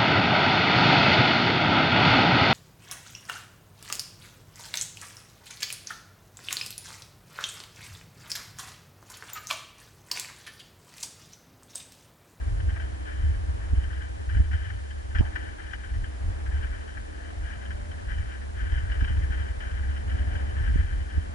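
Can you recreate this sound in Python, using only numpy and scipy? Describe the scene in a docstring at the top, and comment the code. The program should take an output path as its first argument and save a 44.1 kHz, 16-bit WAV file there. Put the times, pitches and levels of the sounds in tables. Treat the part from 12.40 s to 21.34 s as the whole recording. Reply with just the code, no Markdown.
"""Skating off a kerb

Small hard wheels roll along a concrete pavement, drop off the kerb and carry on over asphalt, heard
close up from a camera riding along. Grit and joints set the skate's frame chattering; wind and jolts
shake the camera with a deep rumble, and the jolts overload the microphone in blunt knocks.
Air rushes past the two microphone ports, and a faint hum comes and goes."""
import sys
import numpy as np
from scipy import signal
from scipy.fft import rfft, irfft
from scipy.io import wavfile
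from scipy.ndimage import uniform_filter1d

SR = 44100
rng = np.random.default_rng(int(sys.argv[2]) if len(sys.argv) > 2 else 0)


def dump(signal):
    """Clip the signal to [-1, 1] and save it as 16-bit WAV at the path in sys.argv[1]."""
    limited = np.clip(np.atleast_2d(signal).T, -1, 1)
    pcm = np.round(limited * 32767).astype(np.int16)
    wavfile.write(sys.argv[1], SR, pcm)


N = 394254
T = np.arange(N) / SR
KERB_S = 2.808

# Jolts through the camera. Each row: time in seconds, relative levels of low swing and knock in dB.
JOLTS = [(0.533, -32, -26), (0.903, -39, -30), (1.336, -13, -16), (1.386, -13.5, -21), (1.969, -18, -19),
         (2.004, -12.5, -15), (2.762, -17, -20), (2.801, -10, -17), (2.81, -14, -9), (2.853, -19, -29),
         (6.627, -14, -16.5), (6.707, -13, -25), (8.36, -18, -11.5), (8.781, -30, -16)]


def rolling(chatter_db, grit_db=0.5, grains_per_s=1500, patchy_db=2.5, asphalt_bright_db=-1):
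    """Wheels strike countless grains of the surface, in rougher and smoother patches."""
    hit = rng.random(N) < grains_per_s / SR
    grains = hit * rng.choice([-1, 1], N)
    force = unit(grains * undb(grit_db * np.minimum(rng.exponential(size=N), 3.5)))
    force = force * undb(chatter_db + patchy_db * walk(55))
    bright_db = walk(24) + asphalt_bright_db * (T > KERB_S)  # asphalt stirs the upper modes less
    return undb(16.0) * frame(force, force * undb(bright_db))


def wheel_load(coast_db=-50.5, attack_s=0.042, release_s=0.15):
    """Relative chatter level in dB: each stride presses the wheels down, then eases back to coasting."""
    # Strides. Each row: start in seconds, length in seconds, relative level in dB.
    strides = [(0.333, 0.19, -48), (0.652, 0.3, -45), (1.33, 0.11, -47), (1.495, 0.16, -43),
               (1.885, .12, -41.5), (2.13, 0.21, -44), (2.88, 0.61, -46.5), (4.136, .21, -43.5),
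               (4.36, 0.18, -47.5), (4.736, 0.14, -45.5), (5.028, 0.19, -42.5), (5.656, .34, -43.5),
               (6.158, 0.32, -41.5), (6.475, 0.36, -42.5), (6.914, 0.19, -39.5), (7.2, 0.34, -43),
               (7.678, 0.43, -42), (8.156, 0.43, -42), (8.68, 0.13, -44)]
    power = undb(coast_db) ** 2
    for s, length, db in strides:
        weight_on = np.clip((T - s) / attack_s + .5, 0, 1)
        weight_off = np.clip((s + length - T) / release_s + .5, 0, 1)
        power = power + (undb(db) * weight_on * weight_off) ** 2
    return 10 * np.log10(power)


def clacks(scrape_db=-9, bright_gain_db=8):
    """A first blow, then a short scrape as the following wheels cross the same edge."""
    # Joints and stones. Each row: time in seconds, level in dB, relative brightness in dB,
    # scrape decay in seconds.
    edges = [(0.199, -40.5, -5, 0.01), (0.288, -37, -9, 0.019), (0.36, -38, -22, 0.011),
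             (0.396, -37.5, -6, 0.03), (0.688, -41, -16, 0.008), (0.82, -46, -11, 0.0097),
             (1.435, -40.5, -7, .012), (1.89, -38, -12, .016), (1.944, -36.5, -19, .016),
             (1.966, -35, -12, .015), (2.112, -37.5, -11, .008), (2.129, -33.5, -9, .009),
             (2.302, -34.5, -14, 0.0061), (2.504, -40.5, -4, .014), (2.748, -29, -11.5, 0.025),
             (2.784, -31.5, 2, 0.0092), (2.847, -38.5, -11, 0.031), (2.955, -25, -12, 0.0098),
             (3.183, -39.5, -24, 0.015), (3.332, -29, -10, 0.0078), (3.434, -37, -10, 0.014),
             (3.536, -41.5, -11, 0.021), (3.639, -36, -2.5, 0.01), (4.06, -38.5, -13, 0.0082),
             (4.12, -40, -21, 0.009), (4.57, -35.5, -14, 0.011), (5.102, -44, -21, 0.016),
             (5.251, -40, -5, 0.015), (5.303, -35.5, -4.5, 0.015), (5.513, -42, -3, 0.0091),
             (6.515, -33, -8, 0.0095), (6.604, -35, -2, 0.01), (6.642, -32, -6, 0.0076),
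             (6.675, -33.5, -4.5, 0.022), (6.816, -37, -12, 0.028), (7.202, -38, -5, 0.014),
             (7.562, -39.5, -4, .013), (7.784, -39.5, -1, 0.0099), (7.95, -34.5, -5, 0.014),
             (8.273, -36.5, -18, .014)]
    out = np.zeros((2, N))
    t = T[:SR // 10]
    for s, db, bright_db, decay_s in edges:
        scrape = rng.standard_normal(len(t)) * (1 - np.exp(-t / 0.0018)) * np.exp(-t / decay_s)
        blow = undb(scrape_db) * scrape + (t == 0)
        clack = frame(blow, blow * undb(bright_db + bright_gain_db))
        strength = np.sqrt(uniform_filter1d(clack[0] ** 2, SR // 125).max())
        i = int(s * SR)
        out[:, i:i + len(t)] += undb(db) * clack[:, :N - i] / strength
    return out


def frame(force, bright_force):
    """The skate's frame rings into both ports; sharp contacts drive its upper modes."""
    # Frame modes. Each row: pitch in Hz, width in Hz, gain in dB, left minus right in dB,
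    # lag at the right port in radians.
    modes = [(835, 510, -21.5, -2.5, 5.4), (1380, 110, -13.5, 27, 6), (1562, 229, 2, 5.5, 3.62),
             (1637, 210, -7.5, 13.5, 3.1), (1727, 184, 3.5, 6, 2.89), (1874, 320, -9.5, 2, 1.87),
             (2320, 108, -5.5, 11, 2.55), (2550, 770, -20, -1, 2.54), (2985, 125, -7, 1, 1.67),
             (3030, 67, -8.5, 4, 1.25), (3084, 118, -10.5, -0.5, 0.75), (5080, 320, -26.5, 5, 0.17)]
    out = 0
    for hz, width_hz, db, pan_db, lag in modes:
        left = undb(db) * ring(bright_force if hz > 2500 else force, hz, width_hz)
        right = undb(-pan_db) * late(left, lag / (2 * np.pi * hz))
        out = out + np.array([left, right])
    return out


def buffeting(ceiling_db=-22.5, flutter_db=1.73):
    """Headwind and gusts swing the camera on its mount, with a quick flutter, up to a ceiling."""
    # Headwind, slackest just after the kerb. Each row: time in seconds, relative level in dB.
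    headwind = [(0, -33), (1.5, -36), (2.5, -36.5), (3.25, -41), (3.7, -35.5), (4.7, -39), (5.5, -38),
                (6.1, -37.5), (7.2, -33), (8.94, -36.5)]
    # Gusts on top of it. Each row: crest in seconds, relative level in dB, half length in seconds.
    gusts = [(0.12, -27, 0.054), (0.26, -27, 0.057), (0.44, -30, 0.029), (0.87, -24, 0.062),
             (1.08, -30.5, 0.065), (1.37, -30, 0.14), (1.61, -27.5, 0.014), (1.99, -23, 0.062),
             (2.14, -29, 0.034), (2.34, -31, 0.025), (2.8, -32.5, 0.11), (3.57, -30.5, .06),
             (3.86, -26, 0.04), (4.18, -29, 0.11), (5.02, -31.5, .05), (5.33, -37, 0.039),
             (5.77, -28.5, 0.087), (6.32, -26.5, 0.073), (6.52, -34.5, 0.18), (6.71, -24.5, 0.15),
             (6.97, -29.5, .11), (7.44, -31, 0.14), (7.8, -29, 0.09), (8.03, -29.5, 0.12),
             (8.22, -23.5, 0.037), (8.36, -16, 0.051), (8.59, -28, 0.062), (8.78, -25, 0.019)]
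    # Spectrum of the wind's rumble. Each row: frequency in Hz, relative level in dB.
    rumble = [(12, -29), (22, -19), (32, -8), (42, -8.5), (54, -5), (67, 3.5), (80, -6.5), (100, -12.5),
              (125, -27.5), (170, -30), (300, -70), (600, -70)]
    gust_db = 10 * np.log10(undb(curve(headwind)) ** 2 + swells(gusts)) + flutter_db * walk(22)
    wind = noise(rumble)
    power = uniform_filter1d(np.abs(signal.hilbert(wind)) ** 2, SR // 13) / 2
    even_wind = wind / np.sqrt(power)
    return undb(2.0) * even_wind * undb(np.minimum(gust_db, ceiling_db))


def shaking(wind, jolt_hz=60, jolt_s=0.0095, port_lag_s=0.002):
    """Jolts add short swings to the wind's; the right port follows the left."""
    swing = wind.copy()
    for s, db, _ in JOLTS:
        near = np.abs(T - s) < .06
        t = T[near] - s + port_lag_s
        swing[near] += undb(db) * np.cos(2 * np.pi * jolt_hz * t) * np.exp(-(t / jolt_s) ** 2)
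    return np.array([swing, late(swing, port_lag_s)])


def knocks(width_s=0.0016, sharpening=0.26, left_db=-4.5):
    """Each jolt briefly overloads the microphone: a blunt knock, in opposite phase on the two sides."""
    spikes = np.zeros(N)
    for s, _, db in JOLTS:
        near = np.abs(T - s) < .02
        width = width_s * undb(-sharpening * (db + 12.0))  # harder knocks are shorter
        spikes[near] += undb(db) / (1 + ((T[near] - s) / width) ** 2) ** 1.5
    spikes = signal.sosfiltfilt(signal.butter(1, 90, "high", fs=SR, output="sos"), spikes)
    return undb(9.0) * np.array([[-undb(left_db)], [1]]) * spikes


def rattle(hz=726, width_hz=440, level_db=-44, decay_s=0.043):
    """The drop off the kerb leaves the mount rattling for a moment."""
    shake = (T > KERB_S) * np.exp(-np.abs(T - KERB_S) / decay_s)
    return undb(level_db) * shake * unit(ring(rng.standard_normal(N), hz, width_hz))


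def air(rush_db, wind, flutter_db=1.0, overload_db=-24, swing_limit=0.15):
    """Air streams across the two ports in opposite phase, with a low flutter on the big swings."""
    # Spectrum of the air at the ports. Each row: frequency in Hz, relative level in dB.
    rush = [(60, -12), (120, -8), (175, -5), (250, 3), (305, -0.5), (360, 4.5), (490, 1), (560, 0),
            (800, -1.5), (1200, -6), (2500, -15), (4000, -25), (8000, -38)]
    stream = noise(rush) * undb(rush_db + 1.0 + flutter_db * walk(27))
    # the crests of the swings overload the ports
    crests = undb(overload_db) * np.tanh((wind / swing_limit) ** 3 / 2)
    crests = signal.sosfilt(signal.butter(4, 150, "high", fs=SR, output="sos"), crests)
    # a rough low buzz rises and falls with each swing of the rumble
    buzz_spectrum = [(110, -24), (165, 3), (200, -10), (300, -19), (600, -20), (1500, -69)]
    buzz = noise(buzz_spectrum) * wind * undb(-19)
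    return np.array([[undb(0.45)], [-1]]) * stream + np.array([[-undb(-2.5)], [1]]) * (crests + buzz)


def road(rush_db):
    """The soft roar of the wheels that arrives through the air, alike on both sides."""
    # Spectrum of wheels on the ground. Each row: frequency in Hz, relative level in dB.
    roar = [(100, -0.5), (170, -0.5), (250, -4.5), (310, -3.5), (380, -6), (520, -7), (680, -7),
            (1100, -11.5), (2000, -12.5), (4000, -33)]
    return noise(roar) * undb(rush_db - 6.5 + 1.4 * walk(6))


def hum(drone_hz=307.5, drone_width_hz=52, drone_rest_db=-68.5):
    """In the background a faint hum, a low drone and a whirr swell and fade."""
    # Course of the hum. Each row: time in seconds, level in dB.
    hum_levels = [(0, -70), (2.6, -76), (3.6, -60.5), (4.9, -62.5), (5.3, -55.5), (6.3, -64), (7.0, -60.5),
                  (7.85, -50.5), (8.45, -59), (8.94, -53.5)]
    # Resonances of the hum. 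Each row: pitch in Hz, width in Hz, relative level in dB.
    hum_modes = [(212.6, 4.9, 10), (261, 13, 2.5)]
    # Swells of the drone. Each row: crest in seconds, level in dB, half length in seconds.
    drone_swells = [(0.6, -55.5, 0.29), (1.65, -59.5, 0.31), (3.05, -55.5, .22), (3.85, -58, 0.21),
                    (4.78, -56.5, 0.23), (6.85, -55.5, 0.12), (7.95, -56, 0.17), (8.75, -59.5, 0.42)]
    # Whirrs. Each row: crest in seconds, pitch in Hz, width in Hz, level in dB, half length in seconds.
    whirrs = [(.3, 667, 42, -63, .3), (3.75, 680, 33, -63, 0.2), (5.015, 690, 35, -61.5, .28),
              (5.418, 586, 18, -60, 0.25), (7.916, 587, 16, -57, 0.18), (7.92, 713, 67, -58, 0.19)]
    out = tones(hum_modes) * undb(curve(hum_levels))
    drone_gain = np.sqrt(undb(drone_rest_db) ** 2 + swells(drone_swells))
    out = out + tones([(drone_hz, drone_width_hz, 0)]) * drone_gain
    for s, hz, width_hz, db, length in whirrs:
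        out = out + tones([(hz, width_hz, 0)]) * undb(db) * np.exp(-((T - s) / length) ** 2)
    return out


def hiss():
    """Microphone hiss: part separate, part shared, with a thin whistle in opposite phase."""
    # Spectrum of each side's own hiss. Each row: frequency in Hz, relative level in dB.
    spectrum = [(200, 3), (2500, 0), (3600, 0), (5000, -1.5), (7000, -4.5), (11000, -12)]
    separate = np.array([noise(spectrum), noise(spectrum)])
    whistle = np.array([[1], [-1]]) * unit(ring(rng.standard_normal(N), hz=6770, width_hz=90))
    shared = rng.standard_normal(N)
    return undb(-57.5) * separate + undb(-60.5) * shared + undb(-73.5) * whistle


def tones(modes):
    """Narrow resonances stirred by noise, at a fairly even strength."""
    out = 0
    for hz, width_hz, db in modes:
        tone = ring(rng.standard_normal(N), hz, width_hz)
        out = out + undb(db) * tone / np.sqrt(uniform_filter1d(tone ** 2, SR // 16) + 1e-12)
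    return unit(out)


def ring(x, hz, width_hz):
    """A resonance applied twice, for steep skirts."""
    b, a = signal.iirpeak(hz, hz / width_hz, fs=SR)
    return signal.lfilter(b, a, signal.lfilter(b, a, x))


def noise(spectrum):
    """Noise of rms 1, coloured by rows of frequency in Hz and level in dB."""
    hz, db = np.transpose(spectrum)
    bins = np.maximum(np.fft.rfftfreq(N, 1 / SR), 1)
    gain = undb(np.interp(np.log(bins), np.log(hz), db))
    return unit(irfft(rfft(rng.standard_normal(N)) * gain, N))


def swells(table):
    """Summed power of bell-shaped swells."""
    return sum((undb(db) * np.exp(-((T - s) / length) ** 2 / 2)) ** 2 for s, db, length in table)


def walk(rate):
    """Random levels held 1 / rate seconds and smoothed twice; spread near 1."""
    hold = int(SR / rate)
    steps = np.repeat(rng.standard_normal(N // hold + 1), hold)
    return 1.17 * uniform_filter1d(uniform_filter1d(steps, hold), hold)[:N]


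def curve(table):
    """Rows of time and level, joined into one level per sample."""
    return np.interp(T, *np.transpose(table))


def late(x, seconds):
    """The same sound a little later."""
    t = T[:len(x)]
    return np.interp(t - seconds, t, x)


def undb(db):
    """Decibels to gain."""
    return 10 ** (np.asarray(db) / 20)


def unit(x):
    """Scale to rms 1."""
    return x / np.sqrt(np.mean(x ** 2))


def scene():
    """Wheels, wind and jolts as the riding camera's microphone hears them."""
    # Air streaming past. Each row: time in seconds, relative level in dB.
    airflow = [(0, -47), (0.7, -45.5), (2.6, -49), (2.95, -45.5), (3.33, -49.5), (3.8, -47), (4.7, -47.5),
               (6.25, -47), (6.7, -44.5), (7.5, -46.5), (7.95, -43.5), (8.3, -46.5), (8.94, -47.5)]
    rush_db = curve(airflow)
    wind = buffeting()
    wheels = rolling(wheel_load()) + clacks()
    camera = shaking(wind) + knocks() + air(rush_db, wind)
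    return wheels + camera + road(rush_db) + hum() + hiss() + rattle()


def record(dry, top_hz=11020):
    """The camera cuts the top steeply."""
    return signal.sosfilt(signal.ellip(12, .2, 80, top_hz, fs=SR, output="sos"), dry)


dry = scene()
out = record(dry)
dump(out)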